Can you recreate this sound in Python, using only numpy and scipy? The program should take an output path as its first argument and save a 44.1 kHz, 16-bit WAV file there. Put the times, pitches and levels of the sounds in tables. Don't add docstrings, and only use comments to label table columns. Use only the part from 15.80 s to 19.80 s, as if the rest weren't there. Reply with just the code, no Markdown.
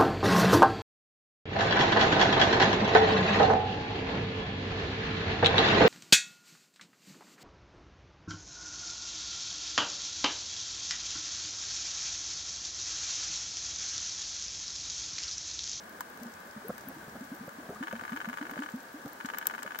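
import sys
import numpy as np
from scipy import signal
from scipy.fft import rfft, irfft
from scipy.io import wavfile
from scipy.ndimage import uniform_filter1d

SR = 44100
rng = np.random.default_rng(int(sys.argv[2]) if len(sys.argv) > 2 else 0)


def master_out(mix):
    frames = np.transpose(np.atleast_2d(mix))
    ceiling = np.clip(frames, -1, 1)
    pcm = np.round(ceiling * 32767).astype(np.int16)
    wavfile.write(sys.argv[1], SR, pcm)


N = 176400


def amp(db):
    return 10 ** (np.asarray(db) / 20)


def unit_rms(x):
    return x / np.sqrt(np.mean(x ** 2))


def seconds(samples):
    return np.arange(samples) / SR


def add(out, start_s, sound):
    i = int(np.clip(start_s * SR, 0, N - 1))
    out[..., i:i + sound.shape[-1]] += sound[..., :N - i]


def wander(rate_hz):
    hold = int(SR / rate_hz)
    steps = np.repeat(rng.standard_normal(N // hold + 1), hold)
    return unit_rms(uniform_filter1d(steps, hold)[:N])


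def noise(spectrum, channels=2, envelope=1.):
    hz, db = np.array(spectrum).T
    bins_hz = np.maximum(np.arange(N // 2 + 1) * SR / N, 1)
    gain = unit_rms(amp(np.interp(np.log(bins_hz), np.log(hz), db)))
    cepstrum = irfft(np.log(gain), N)
    cepstrum[1:N // 2] *= 2
    cepstrum[N // 2 + 1:] = 0
    response = irfft(np.exp(rfft(cepstrum)), N)[None, :N // 10]
    white = rng.standard_normal((channels, N))
    return signal.fftconvolve(envelope * white, response, axes=1)[:, :N]


# frequency in Hz, relative density in dB.
WASH_SPECTRUM = [(90, -20.5), (230, 3), (400, -1.5), (560, -1.5), (880, -6.5), (2000, -30.5)]


def water_wash(level_db=-55.5, wander_db=2):
    return noise(WASH_SPECTRUM, channels=1) * amp(level_db + wander_db * wander(rate_hz=16))


# frequency in Hz, relative density in dB.
HISS_SPECTRUM = [(100, -38.5), (500, 14.5), (1100, 15), (2000, 9.5), (2800, 3), (7000, -0.5), (9400, -3.5),
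                 (10500, -5.5), (12000, -3.5), (13700, -1.5), (15500, -30)]


def camera_hiss(hiss_db=-52, whine_hz=15735, whine_left_db=-71, whine_right_db=-77):
    whine = np.sqrt(2) * np.sin(2 * np.pi * whine_hz * seconds(N))
    return amp(hiss_db) * noise(HISS_SPECTRUM) + np.outer(amp([whine_left_db, whine_right_db]), whine)


# frequency in Hz, T60 in seconds, left and right relative levels in dB,
# left and right polarities.
HOUSING_MODES = [(918, 0.035, -6, -31.5, 1, 1), (974, 0.0088, 3.5, -0.5, -1, 1),
                 (1216, 0.035, -2.5, -8.5, 1, -1), (1509, 0.022, -0.5, -7, 1, 1),
                 (1664.4, 0.041, -13, -8, 1, 1), (1760, 0.0043, -71, -2.5, -1, -1),
                 (2040, 0.035, -17, -13.5, -1, 1), (2215, 0.015, -9, -28, -1, 1),
                 (3035, 0.034, -34.5, -17, 1, 1)]


def housing_ring(detune_share=0.008, scatter_db=0.8, highpass_hz=684):
    t = seconds(4096)
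    ring = np.zeros((2, len(t)))
    for hz, t60_s, left_db, right_db, left_sign, right_sign in HOUSING_MODES:
        detuned_hz = hz * (1 + detune_share * rng.standard_normal())
        mode = np.sin(2 * np.pi * detuned_hz * t) * np.exp(-np.log(1000) * t / t60_s)
        gains = np.sign([left_sign, right_sign]) * amp([left_db, right_db])
        ring += np.outer(gains, mode) * amp(scatter_db * rng.standard_normal())
    return signal.sosfilt(signal.butter(2, highpass_hz, "high", fs=SR, output="sos"), ring)


def housing_hum(level_db=-52, lowpass_hz=1950):
    hum = np.zeros((2, N))
    for _ in range(10):
        hum += signal.fftconvolve(rng.standard_normal((1, N)), housing_ring(), axes=1)[:, :N]
    hum = signal.sosfilt(signal.butter(2, lowpass_hz, fs=SR, output="sos"), hum)
    return amp(level_db) * unit_rms(hum)


# frequency in Hz, relative density in dB.
RUMBLE_SPECTRUM = [(25, -45), (68, 1), (130, -3.5), (220, 6.5), (420, -28)]
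# time in seconds, level in dB.
SURGE_LEVELS = [(.1, -64.5), (.8, -62), (.92, -56), (1.02, -56.5), (1.3, -56), (1.55, -62.5), (2.2, -60.5),
                (3.6, -72.5)]


def water_rumble(wander_db=2):
    surge_db = np.interp(seconds(N), *np.array(SURGE_LEVELS).T)
    return noise(RUMBLE_SPECTRUM, channels=1) * amp(surge_db + wander_db * wander(rate_hz=25.66))


def motor(pitch_hz=1619, wander_hz=5.5, level_db=-62):
    hz = pitch_hz + wander_hz * wander(rate_hz=60)
    return amp(level_db) * np.sqrt(2) * np.sin(2 * np.pi * np.cumsum(hz) / SR)


# start in seconds, left sizzle, left crack and housing ring gains in dB.
NEAR_SNAPS = [(0.207, -27.5, -33.5, -27), (.4328, -37, -43, -66), (0.8829, -31, -66, -48),
              (0.9807, -38.5, -43.5, -39), (1.086, -31.5, -68, -58), (2.7107, -40, -49, -57),
              (0.467, -62, -47, -49), (1.692, -52, -45, -38), (3.331, -38, -52, -52),
              (3.4596, -43, -36, -53), (3.5849, -24, -34, -55), (3.6693, -15, -25, -47),
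              (3.8304, -38.5, -34.5, -44), (3.9883, -26.5, -32.5, -48)]
# frequency in Hz, relative density in dB.
SIZZLE_SPECTRUM = [(7000, -40), (10500, -24), (11800, -4), (14000, 0), (15000, -6), (16500, -22)]
CRACK_SPECTRUM = [(600, -15), (2000, 3.5), (3600, 12), (5400, 14.5), (7700, 16), (9500, 8), (12000, -50),
                  (16000, -26)]


def shrimp(decay_s=0.0014, tail_s=0.004, tail_db=-15):
    right_lag_s, right_sizzle_db = 0.0001, -9
    far_per_s, far_db, far_spread_db = 43, -58.5, 6.5
    sizzle, crack, rings = np.zeros((3, 2, N))
    t = seconds(1024)
    envelope = np.exp(-t / decay_s) + amp(tail_db) * np.exp(-t / tail_s)
    for start_s, sizzle_db, crack_db, ring_db in NEAR_SNAPS:
        for side, (lag_s, side_db) in enumerate(((0, 0), (right_lag_s, right_sizzle_db))):
            add(sizzle[side], start_s + lag_s, amp(sizzle_db + side_db) * envelope)
            add(crack[side], start_s + lag_s, amp(crack_db + side_db / 2) * envelope)
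        add(rings, start_s, amp(ring_db) * housing_ring())
    for _ in range(int(far_per_s * N / SR)):
        start_s = rng.uniform(0, N / SR)
        for layer in (sizzle, crack):
            stereo_db = far_db + far_spread_db * np.clip(rng.standard_normal(2), -2, 2)
            add(layer, start_s, np.outer(amp(stereo_db), envelope))
    return noise(SIZZLE_SPECTRUM, envelope=sizzle) + noise(CRACK_SPECTRUM, envelope=crack) + rings


# start in seconds, starting pitch in Hz, gain in dB, decay in seconds,
# pitch rise as a share.
AIR_POCKETS = [(.208, 940, -22, 0.003, .02), (.412, 231, -36, 0.028, 0.071),
               (.458, 218, -31.5, 0.016, 0.12), (.761, 212, -33, 0.015, 0.13),
               (0.846, 439, -35, 0.015, 0.11), (1.07, 242, -35.5, 0.018, 0.3),
               (1.162, 261, -38.5, .018, 0.48), (1.408, 200, -31, 0.015, 0.72),
               (1.516, 207, -27.5, 0.012, 1), (1.607, 219, -32, 0.015, 0.48),
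               (1.784, 233, -32, 0.011, 0.74), (1.895, 409, -35, .018, 0.065),
               (1.928, 697, -36, 0.0081, 0.055), (1.959, 1250, -34, 0.0059, 0.041),
               (2.007, 209.5, -27, 0.017, 0.85), (2.128, 205.4, -30.5, 0.025, 0.18),
               (2.127, 483, -26.5, 0.0062, 0.042), (2.318, 209, -29.5, 0.027, 0.58),
               (2.473, 211, -29.5, 0.024, 0.29), (2.611, 236, -28.5, .018, 0.56),
               (2.715, 221, -36.5, 0.023, 0.56), (2.787, 235.7, -27.5, 0.026, 0.3),
               (2.937, 202, -26.5, 0.019, 0.5), (3.14, 251, -35, 0.021, 0.44),
               (3.248, 247, -32, 0.017, 0.31), (3.445, 231, -24.5, 0.0071, 0.62)]


def bubbles(attack_s=0.0028, glide_s=0.0342, wobble_share=0.045, tail_db=-35, highpass_hz=114):
    out, t = np.zeros(N), seconds(8192)
    attack = 1 - np.exp(-t / attack_s)
    for start_s, start_hz, db, decay_s, rise_share in AIR_POCKETS:
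        glide = 1 + rise_share * (1 - np.exp(-t / glide_s))
        wobble = 1 + wobble_share * wander(rate_hz=133)[:len(t)]
        tone = np.sin(2 * np.pi * np.cumsum(start_hz * glide * wobble) / SR)
        fade = np.exp(-t / decay_s) + amp(tail_db) * np.exp(-t / (2 * decay_s))
        add(out, start_s, amp(db) * attack * fade * tone)
    return signal.sosfilt(signal.butter(2, highpass_hz, "high", fs=SR, output="sos"), out)


# start in seconds, relative level in dB, decay in seconds.
WATER_SLAPS = [(0.765, -48, 0.011), (0.891, -35.5, 0.0075), (0.9008, -34, 0.0043), (1.094, -48.5, 0.024),
               (1.277, -43, 0.0088), (1.353, -44, 0.011), (2.688, -48.5, 0.0088), (2.767, -42.5, 0.0084),
               (1.677, -42.5, 0.0074), (1.889, -45, 0.023), (2.128, -42, 0.0067), (2.215, -47, 0.012),
               (3.258, -40.5, 0.0086), (3.849, -44, 0.011)]
# frequency in Hz, relative density in dB.
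GLUG_SPECTRUM = [(35, -18), (70, -3.5), (240, 10.5), (380, -1), (560, 7), (710, 4.5), (950, -15),
                 (1300, -3.5), (6000, -73)]


def glugs(attack_s=0.00055, gain_db=6.5):
    envelope, t = np.zeros(N), seconds(8192)
    attack = 1 - np.exp(-t / attack_s)
    for start_s, db, decay_s in WATER_SLAPS:
        add(envelope, start_s, amp(db + gain_db) * attack * np.exp(-t / decay_s))
    return noise(GLUG_SPECTRUM, channels=1, envelope=envelope)


# start in seconds, relative level in dB, gap to second knock in seconds.
RATCHET_STROKES = [(2.027, 0, 0.0076), (2.071, -1.5, 0.0097), (2.1111, -2.5, 0.015), (2.1536, -6.5, 0.0085),
                   (2.1945, -3.5, 0.016), (2.236, -3.5, .0149), (2.2785, -3, 0.015), (2.3206, -3, 0.01),
                   (2.3619, -0.5, 0.0095), (2.4027, -0.5, 0.011), (2.4453, -2, 0.0093),
                   (2.4871, -2.5, 0.0093), (2.5294, -2.5, 0.0096), (2.5719, -1.5, 0.012),
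                   (2.6129, -3, 0.013), (2.6526, -4.5, 0.014), (2.695, -3, 0.016), (2.736, -5.5, 0.022),
                   (2.777, -2.5, 0.013), (2.8211, -0.5, 0.013), (2.861, -3.5, 0.027),
                   (3.4022, -3.5, 0.0068), (3.4472, -3, 0.0085), (3.487, -0.5, 0.013), (3.536, -1, 0.0091),
                   (3.5722, -2, 0.012), (3.6128, -2, 0.013), (3.656, -2, 0.013), (3.6977, -1.5, 0.011),
                   (3.738, -1, 0.011), (3.7797, -3, 0.0098), (3.822, -4, 0.01), (3.8625, -3, 0.013),
                   (3.907, -3, 0.012), (3.9466, -2, 0.01), (3.9889, -2, 0.01)]
# frequency in Hz, relative density in dB.
CONTACT_SPECTRUM = [(500, -19), (1550, 6.5), (2500, 2), (3100, 0.5), (4400, -8.5), (5800, -10.5),
                    (6800, -5.5), (8000, -16.5), (16000, -17)]


def ratchet(attack_s=0.00048, ring_gain_db=-26, contact_gain_db=-41.5, contact_decay_s=0.0055):
    rebound_s, rebound_db = 0.0091, -18
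    rings, contact, t = np.zeros((2, N)), np.zeros(N), seconds(4096)
    attack = 1 - np.exp(-t / attack_s)
    for start_s, stroke_db, gap_s in RATCHET_STROKES:
        for delay_s, knock_db in ((0, 0), (gap_s, 0), (gap_s + rebound_s, rebound_db)):
            blow = amp(stroke_db + knock_db) * attack
            add(rings, start_s + delay_s, amp(ring_gain_db) * blow * housing_ring())
            add(contact, start_s + delay_s, amp(contact_gain_db) * blow * np.exp(-t / contact_decay_s))
    return rings + noise(CONTACT_SPECTRUM, envelope=contact)


def scene():
    bed = water_wash() + camera_hiss() + housing_hum() + water_rumble() + motor()
    return bed + shrimp() + bubbles() + glugs() + ratchet()


def record(dry):
    cutoff_hz = 16500
    return signal.sosfilt(signal.ellip(8, .2, 70, cutoff_hz, fs=SR, output="sos"), dry)


dry = scene()
out = record(dry)
master_out(out)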